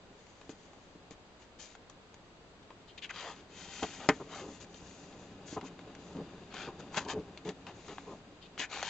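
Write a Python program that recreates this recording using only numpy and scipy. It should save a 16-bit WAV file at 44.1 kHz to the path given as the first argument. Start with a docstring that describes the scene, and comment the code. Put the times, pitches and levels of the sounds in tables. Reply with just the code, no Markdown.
"""A soft rustle of paper: hands leaf through a journal on a table, close to a small stereo camera
in a quiet room. Sheets rasp and hiss as their fibres rub, flutter as they bend and snap at their
creases. Leaves land and fingertips thud on the book; about four seconds in, a card flap slaps down
and rings it. The brighter sounds reach mostly the left microphone."""
import sys
import numpy as np
from scipy import signal
from scipy.fft import rfft, irfft, next_fast_len
from scipy.io import wavfile
from scipy.ndimage import map_coordinates

SR = 44100
rng = np.random.default_rng(int(sys.argv[2]) if len(sys.argv) > 2 else 0)


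def waveform_to_disk(signal):
    """Save audio, clipped to [-1, 1], as 16-bit WAV at the path in sys.argv[1]."""
    frames = np.transpose(np.atleast_2d(signal))
    scaled = np.clip(frames, -1, 1) * 32767
    samples = np.round(scaled).astype(np.int16)
    wavfile.write(sys.argv[1], SR, samples)


N = 392049

# spectrum of paper's bright hiss: (frequency [Hz], relative level [dB])
HISS_SPECTRUM = [(100, -31.5), (500, -22), (1500, -14), (3000, -1), (4500, 4), (7000, 10.5), (8000, -6.5)]
# spectrum of a sheet's low flexing: (frequency [Hz], relative level [dB])
FLEX_SPECTRUM = [(30, -18.5), (100, -5.5), (200, 1.5), (320, 1), (480, 0), (700, -17.5), (1200, -31),
                 (3000, -48), (9000, -68.5)]


def amp(db):
    """Decibels to gain."""
    return 10 ** (np.asarray(db) / 20)


def unit(x):
    """Scale to rms 1."""
    return x / np.sqrt(np.mean(x ** 2) + 1e-20)


def along(points, hz):
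    """Read (frequency, value) points at hz, on a log frequency axis."""
    freqs, values = np.transpose(points)
    return np.interp(np.log(hz + 1), np.log(freqs + 1), values)


def filtered(x, response):
    """Filter x by a gain given as a function of frequency."""
    n = x.shape[-1]
    padded = next_fast_len(n + 4096)
    return irfft(rfft(x, padded) * response(np.fft.rfftfreq(padded, 1 / SR)), padded)[..., :n]


def coloured(x, spectrum):
    """Shape x by a spectrum in dB; rms 1."""
    return unit(filtered(x, lambda hz: amp(along(spectrum, hz))))


def wobble(n, rate):
    """A random curve of n samples, joining rate points a second."""
    return map_coordinates(rng.standard_normal(int(n * rate / SR) + 4), [np.arange(n) * rate / SR], order=1)


def add(track, start_s, sound):
    """Mix a sound into the track at start_s."""
    part = track[:, round(start_s * SR):][:, :sound.shape[1]]
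    part += sound[:, :part.shape[1]]


def swell(rise_s, fall_s, shape=0.75):
    """The speed of one hand movement: from rest to its peak and back."""
    t = np.arange(int((rise_s + fall_s) * SR)) / SR
    return np.sin(np.pi / 2 * np.interp(t, [0, rise_s, rise_s + fall_s], [0, 1, 0])) ** shape


def friction(n, grain_db, grain_rate=700, crackle_db=-12, crackle_rate=350):
    """Fibres catch and let go: clumped noise and sparse pops. Rows: common to both microphones, apart."""
    rub = unit(rng.standard_normal((2, n)) * amp(grain_db * wobble(n, grain_rate)))
    pops = (rng.random(n) < crackle_rate / SR) * rng.laplace(size=(2, n)) * np.sqrt(SR / crackle_rate / 2)
    return rub + amp(crackle_db) * pops


def sheet(x, centre_hz, octaves, echo=0.6, echo_range_s=(.0006, .0022)):
    """The broad resonance of free paper, rippled by the echo off the page beneath; rms 1."""
    # colour of a rubbed sheet: (frequency [Hz], gain [dB])
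    paper_colour = [(300, 1.5), (900, 5.5), (1250, 1.5), (1700, 1), (2300, 0.5), (3100, 4.5), (3900, 2),
                    (5000, 1), (7500, -20.5)]
    delay = rng.uniform(*echo_range_s)
    hump = lambda hz: (1 + (np.log2((hz + 1) / centre_hz) / octaves) ** 2) ** (-3 / 2)
    ripple = lambda hz: 1 - echo * np.exp(-2j * np.pi * hz * delay)
    return unit(filtered(x, lambda hz: hump(hz) * ripple(hz) * amp(along(paper_colour, hz))))


def room_tone(level_db=-59.0, left_db=0.34):
    """The room's steady hush: alike at both microphones in the bass, unrelated in the treble."""
    # spectrum of the hush: (frequency [Hz], relative level [dB])
    hush = [(15, -9), (28, -1.5), (50, -2.5), (90, -2.5), (180, -5.5), (380, -3.5), (600, -5.5),
            (1000, -10), (2000, -17), (4000, -20.5), (7500, -28.5)]
    # its stereo width: (frequency [Hz], side minus mid [dB])
    width = [(60, -13.5), (160, -8.5), (420, -11), (1130, -3), (3010, 1.5), (8010, 0)]
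    mid = coloured(rng.standard_normal(N), hush)
    side = filtered(coloured(rng.standard_normal(N), hush), lambda hz: amp(along(width, hz)))
    return amp(level_db) * np.array([amp(left_db) * (mid + side), amp(-left_db) * (mid - side)])


def hand_pressure(contrast=1.6):
    """The hand's pressure as a gain, 1 at its firmest."""
    # how firmly the hand drags, before contrast widens the range: (time [s], level [dB])
    firmness = [(0.0, -61), (0.91, -61), (1.38, -63), (1.96, -62), (3.84, -56.5), (4.33, -53),
                (4.73, -55.5), (7.08, -52.5), (7.28, -55), (8.07, -56), (8.24, -58), (8.89, -58.5)]
    times, db = np.transpose(firmness)
    return amp(contrast * np.interp(np.arange(N) / SR, times, db - db.max()))


def gliding(n, rasp_db, hiss_db):
    """Flat paper on paper: a smooth, broad rasp and a hiss."""
    rasp = amp(rasp_db) * sheet(friction(n, grain_db=2.5), centre_hz=2080, octaves=1.48, echo=0.44)
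    return rasp + amp(hiss_db) * coloured(friction(n, grain_db=1.0), HISS_SPECTRUM)


def hand_drag(drag_db=-51.0, rasp_db=-63, hiss_db=-72, unsteady_db=1.05):
    """The hand drags dully over the page, which rasps and hisses faintly under it."""
    # spectrum of a hand on paper: (frequency [Hz], relative level [dB])
    drag_spectrum = [(25, -15.5), (80, -2), (200, 1.5), (350, 0), (550, -6), (1000, -11.5), (2000, -26),
                     (9000, -57)]
    drag = amp(drag_db) * coloured(friction(N, grain_db=1.5, grain_rate=90), drag_spectrum)
    unsteady = amp(unsteady_db * wobble(N, rate=25))
    return hand_pressure() * unsteady * (drag + gliding(N, rasp_db, hiss_db))


def sheet_slides(unsteady_db=2.5):
    """A pushed sheet gathers speed and glides to rest, a little unevenly."""
    # sheets gliding over each other: (start [s], rise [s], fall [s], rasp [dB], hiss [dB])
    slides = [(0.12, 0.15, 0.76, -73, -70), (1.391, 0.033, 0.037, -64.5, -65.5),
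              (1.6, 0.05, 0.11, -63, -61.5), (3.325, 0.05, 0.069, -60, -65), (3.49, 0.32, 0.27, -51, -53),
              (3.79, 0.18, 0.33, -58, -57), (4.38, 0.089, 0.14, -62, -59.5),
              (4.6, 0.012, 0.045, -59, -55.5), (4.68, 0.13, 0.58, -67, -62),
              (5.456, 0.058, 0.054, -54.5, -50), (5.635, 0.025, 0.035, -60, -60.5),
              (5.979, 0.065, 0.17, -69.5, -64), (7.73, 0.1, 0.38, -63, -63)]
    out = np.zeros((2, N))
    for start, rise, fall, rasp_db, hiss_db in slides:
        speed = swell(rise, fall, shape=0.69)
        unsteady = amp(unsteady_db * wobble(len(speed), rate=22.3))
        add(out, start, speed * unsteady * gliding(len(speed), rasp_db, hiss_db))
    return out


def snap(rasp_db, rasp_hz, hiss_db, shiver_t60=0.058, burst=0.99, burst_s=0.0016):
    """A crease buckles in a short burst and the sheet shivers on briefly."""
    t = np.arange(SR // 12) / SR
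    envelope = 0.5 * amp(-60 * t / shiver_t60) + burst * np.exp(-t / burst_s)
    rasp = amp(rasp_db) * sheet(rng.standard_normal((2, len(t))), rasp_hz, octaves=1.44)
    hiss = amp(hiss_db) * coloured(rng.standard_normal((2, len(t))), HISS_SPECTRUM)
    return envelope * (rasp + hiss)


def crease_snaps(ticks=24, tick_db=-56, tick_hz=1900, hiss_db=-11, scatter_db=2, scatter_octaves=0.58):
    """Creases snap, among faint ticks that come more often the firmer the hand presses."""
    # the loudest creases and edges: (time [s], rasp [dB], rasp centre [Hz], hiss [dB])
    snaps = [(0.414, -49, 1160, -64.5), (1.752, -51, 1400, -56), (1.898, -49, 780, -50),
             (2.143, -51.5, 1590, -56), (2.705, -43.5, 746, -73), (3.831, -34, 1810, -42.5),
             (5.612, -42, 1380, -58), (5.792, -45, 790, -64), (5.951, -49.5, 1390, -55),
             (6.542, -39.5, 1174, -47.5), (6.567, -39.5, 1620, -54), (6.944, -36.5, 1004, -51),
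             (7.086, -37.5, 1500, -47), (7.05, -50, 2000, -52), (7.375, -44, 2400, -55.5),
             (7.451, -48.5, 2200, -55), (7.477, -45, 990, -58), (7.491, -39, 1890, -47),
             (7.668, -40.5, 1300, -59), (7.882, -40.5, 800, -57), (7.983, -39, 900, -59),
             (8.578, -40.5, 1460, -65.5), (8.595, -36, 2094, -41), (8.828, -30.5, 1090, -39)]
    out = np.zeros((2, N))
    for start, *crease in snaps:
        add(out, start, snap(*crease))
    work = np.cumsum(hand_pressure())
    for share, (size, pitch) in zip(rng.random(ticks), rng.standard_normal((ticks, 2))):
        start = np.searchsorted(work, share * work[-1]) / SR
        db = tick_db + scatter_db * size
        add(out, start, snap(db, tick_hz * 2 ** (scatter_octaves * pitch), db + hiss_db))
    return out


def tap(cutoff_hz, rebound, push_db=2.5, push_s=0.00056, crack_db=-13, crack_t60=0.0057,
        build_s=0.0015, ring_db=-26.5, chatter_db=-15.5, chatter_t60=0.063, low_cut_hz=75):
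    """A blow pushes out a puff of air, rebounds, chatters on the page and rings the book."""
    # modes of the book with its card leaves: (frequency [Hz], relative level [dB], t60 [s])
    book_modes = [(233, 9.5, 0.059), (303.4, 7, 0.081), (443, 7.5, 0.09), (603, -8, 0.12), (807, -6, 0.088),
                  (1026, -2, 0.09), (1290, -12, 0.093), (1570, -3, 0.11), (1840, -12, 0.073),
                  (2115, 5.5, 0.07), (2350, -9, 0.096), (2690, -0.5, 0.057), (3380, -19, .045)]
    # repeat strikes: (delay after the first contact [s])
    rebound_delays = [0.003, 0.0064]
    t = np.arange(SR // 4) / SR
    common_row = np.array([[1], [0]])  # what moves as one body is common to both microphones
    push = -amp(push_db) * (1 - t / push_s) * np.exp(-t / push_s)
    crack = amp(crack_db - 60 * t / crack_t60) * rng.standard_normal((2, len(t)))
    contact = common_row * push + crack
    ring = sum(amp(db + rng.normal(0, 1.8) - 60 * t / t60) * np.sin(2 * np.pi * (hz * t + rng.random()))
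               for hz, db, t60 in book_modes)
    # spectrum of the chatter on the page: (frequency [Hz], relative level [dB])
    chatter_spectrum = [(60, -23), (300, 3), (700, 0.5), (1500, 2.5), (2700, 0), (3800, -13.5), (7500, -26)]
    chatter = coloured(rng.standard_normal((2, len(t))), chatter_spectrum)
    chatter *= amp(chatter_db - 60 * t / chatter_t60)
    blow = contact + (1 - np.exp(-t / build_s)) * (common_row * amp(ring_db) * ring + chatter)
    for delay in rebound_delays:
        add(blow, delay, rebound * contact)
    # a soft contact keeps only the low notes; a small card radiates no deep bass
    softened = signal.lfilter(*signal.butter(2, cutoff_hz, fs=SR), blow)
    return signal.lfilter(*signal.butter(2, low_cut_hz, "high", fs=SR), softened)


def leaf_landings():
    """A card or leaf lands flat and taps the book; its paper snaps in proportion."""
    # landings on the book: (time [s], gain [dB], contact cut-off [Hz])
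    landings = [(0.4934, -25.5, 500), (1.109, -29, 380), (3.8286, -19, 1500), (4.0896, -3.5, 3354),
                (6.974, -19.5, 990), (8.595, -31.5, 450)]
    out = np.zeros((2, N))
    for start, db, cutoff_hz in landings:
        add(out, start, amp(db) * tap(cutoff_hz, rebound=0.36))
        add(out, start, amp(db) * snap(rasp_db=-22, rasp_hz=1700, hiss_db=-26))
    return out


def rasping(n, centre_hz, octaves, hiss_db, sink):
    """A grainy rasp whose pitch sinks as more of the sheet comes free, with hiss relative to it."""
    early, late = [sheet(friction(n, grain_db=5, crackle_db=-7), hz, octaves)
                   for hz in (centre_hz * sink, centre_hz / sink)]
    freed = np.arange(n) / n
    hiss = coloured(friction(n, grain_db=2.5, crackle_db=-15.0), HISS_SPECTRUM)
    return np.sqrt(1 - freed) * early + np.sqrt(freed) * late + amp(hiss_db) * hiss


def page_sweeps(flex_db=-19):
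    """A whole page in motion rasps broadly and flexes a little."""
    # pages swung through: (start [s], rise [s], fall [s], rasp [dB], rasp centre [Hz], hiss [dB])
    sweeps = [(0.494, 0.012, 0.032, -60, 1390, -58), (1.104, 0.0085, 0.041, -57.5, 1224, -61),
              (1.585, 0.016, 0.1, -55.5, 2700, -51), (3.105, 0.093, 0.085, -45.5, 1800, -55.5),
              (3.185, 0.1, 0.077, -44.5, 956, -56), (3.985, 0.035, 0.08, -46.5, 800, -63),
              (4.26, 0.12, 0.07, -46.5, 940, -53), (6.49, 0.125, 0.105, -45, 1570, -57),
              (6.787, 0.015, 0.02, -49.5, 830, -56.5), (6.915, 0.061, 0.085, -43, 935, -51),
              (6.961, 0.014, 0.026, -30.5, 1080, -38), (7.072, 0.031, 0.048, -39, 1210, -46),
              (7.44, 0.045, 0.045, -51, 1510, -57), (7.655, 0.025, 0.06, -52, 1200, -65),
              (7.87, 0.04, 0.04, -51, 1200, -67), (8.575, 0.029, 0.068, -42, 1790, -44.5),
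              (8.685, 0.06, 0.15, -42, 1560, -50), (8.79, 0.09, 0.07, -40.5, 1800, -49)]
    out = np.zeros((2, N))
    for start, rise, fall, rasp_db, rasp_hz, hiss_db in sweeps:
        speed = swell(rise, fall, shape=1.42)
        flex = amp(flex_db) * coloured(rng.standard_normal((2, len(speed))), FLEX_SPECTRUM)
        rasp = rasping(len(speed), rasp_hz, octaves=1.83, hiss_db=hiss_db - rasp_db, sink=1.09)
        add(out, start, amp(rasp_db) * speed * (rasp + flex))
    return out


def finger_bumps():
    """Soft fingertips give only a dull thud."""
    # fingertips meeting the book: (time [s], gain [dB])
    bumps = [(0.9523, -31.5), (4.166, -31), (5.527, -21), (5.651, -28), (6.152, -18)]
    out = np.zeros((2, N))
    for start, db in bumps:
        add(out, start, amp(db) * tap(cutoff_hz=300, rebound=0.45))
    return out


def edge_scrapes(rise_share=0.38):
    """Only a short strip is free at a page's edge, so it rasps high and narrow."""
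    # an edge scraping along the next page: (start [s], length [s], level [dB], rasp centre [Hz])
    scrapes = [(2.871, 0.06, -59, 3270), (2.974, 0.025, -46, 2860), (3.017, 0.053, -42, 2620),
               (3.091, 0.028, -42, 1900), (3.105, 0.0078, -34.5, 1670), (8.411, 0.075, -57.5, 3334),
               (8.581, 0.068, -41, 2540), (8.605, 0.058, -39.5, 1930)]
    out = np.zeros((2, N))
    for start, length, db, rasp_hz in scrapes:
        speed = swell(rise_share * length, (1 - rise_share) * length)
        rasp = rasping(len(speed), rasp_hz, octaves=0.56, hiss_db=-15.5, sink=1.12)
        add(out, start, amp(db) * speed * rasp)
    return out


def sheet_bends(rise_share=0.32):
    """A bending sheet flexes with a soft, low flutter and rasps dully."""
    # lifted sheets bending: (start [s], length [s], flex [dB], rasp [dB])
    bends = [(3.822, 0.034, -37.5, -36), (4.198, 0.033, -42, -46.5), (4.395, 0.14, -45.5, -56),
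             (5.564, 0.033, -38.5, -37), (5.618, 0.051, -46.5, -52), (6.154, 0.087, -41, -53.5),
             (6.67, 0.04, -42, -47), (7.05, 0.046, -44.5, -45.5), (7.127, 0.095, -36.5, -53),
             (7.448, 0.08, -39, -50.5), (7.659, 0.062, -53, -52.5), (7.876, 0.068, -47.5, -53),
             (8.056, 0.115, -48, -51)]
    out = np.zeros((2, N))
    for start, length, flex_db, rasp_db in bends:
        speed = swell(rise_share * length, (1 - rise_share) * length)
        flex = amp(flex_db) * coloured(rng.standard_normal((2, len(speed))), FLEX_SPECTRUM)
        rasp = amp(rasp_db) * rasping(len(speed), centre_hz=820, octaves=0.6, hiss_db=-27, sink=1.07)
        add(out, start, speed * (flex + rasp))
    return out


def room_reflections(x):
    """The short, dry answer of the table and walls."""
    # the room's decay: (frequency [Hz], t60 [s])
    decay_times = [(150, 0.19), (600, 0.092), (2500, 0.11), (8000, 0.022)]
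    hz, t, noise = signal.stft(rng.standard_normal((2, SR // 3)), SR, nperseg=256)
    tail = signal.istft(noise * amp(-60 * t / along(decay_times, hz)[:, None]), SR, nperseg=256)[1]
    tail = np.pad(tail / np.linalg.norm(tail[0]), ((0, 0), (SR // 400, 0)))  # arrives 2.5 ms late
    return signal.fftconvolve(x, tail, axes=1)[:, :N]


def microphone_pair(paper, lead_s=.00002):
    """Close up, the paper reaches the left microphone first, and its treble is louder there."""
    # how alike the two sides are: (frequency [Hz], likeness [0..1])
    likeness = [(100, 1), (700, 1), (2500, 0.96), (4200, 0.51), (7500, 0.83)]
    # the lean to the left: (frequency [Hz], left minus right [dB])
    balance = [(100, 1), (350, 0.95), (800, 1.5), (1500, 3.5), (2700, 3.5), (4200, 10), (7000, 9)]
    spread = lambda hz: np.arccos(along(likeness, hz)) / 2
    common, apart = filtered(paper, lambda hz: np.array([np.cos(spread(hz)), np.sin(spread(hz))]))
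    left = lambda hz: 2 / (1 + amp(-along(balance, hz)))
    right = lambda hz: (2 - left(hz)) * np.exp(-2j * np.pi * hz * lead_s)
    return filtered(np.array([common + apart, common - apart]), lambda hz: np.array([left(hz), right(hz)]))


def scene(reflections_db=-15):
    """The journal close to the microphones, with faint reflections and room tone behind it."""
    rubbing = hand_drag() + sheet_slides() + page_sweeps() + edge_scrapes() + sheet_bends()
    paper = rubbing + crease_snaps() + leaf_landings() + finger_bumps()
    return microphone_pair(paper + amp(reflections_db) * room_reflections(paper)) + room_tone()


def record(dry, notch_hz=5480, notch_width_hz=90, top_hz=7950):
    """The camera has a narrow notch in its treble and cuts off steeply at its band limit."""
    notch = lambda hz: 1 - 1.1 / (1 + ((hz - notch_hz) / notch_width_hz) ** 2)
    band = lambda hz: 1 / np.sqrt(1 + (hz / top_hz) ** 150)
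    return filtered(dry, lambda hz: notch(hz) * band(hz))


dry = scene()
out = record(dry)
waveform_to_disk(out)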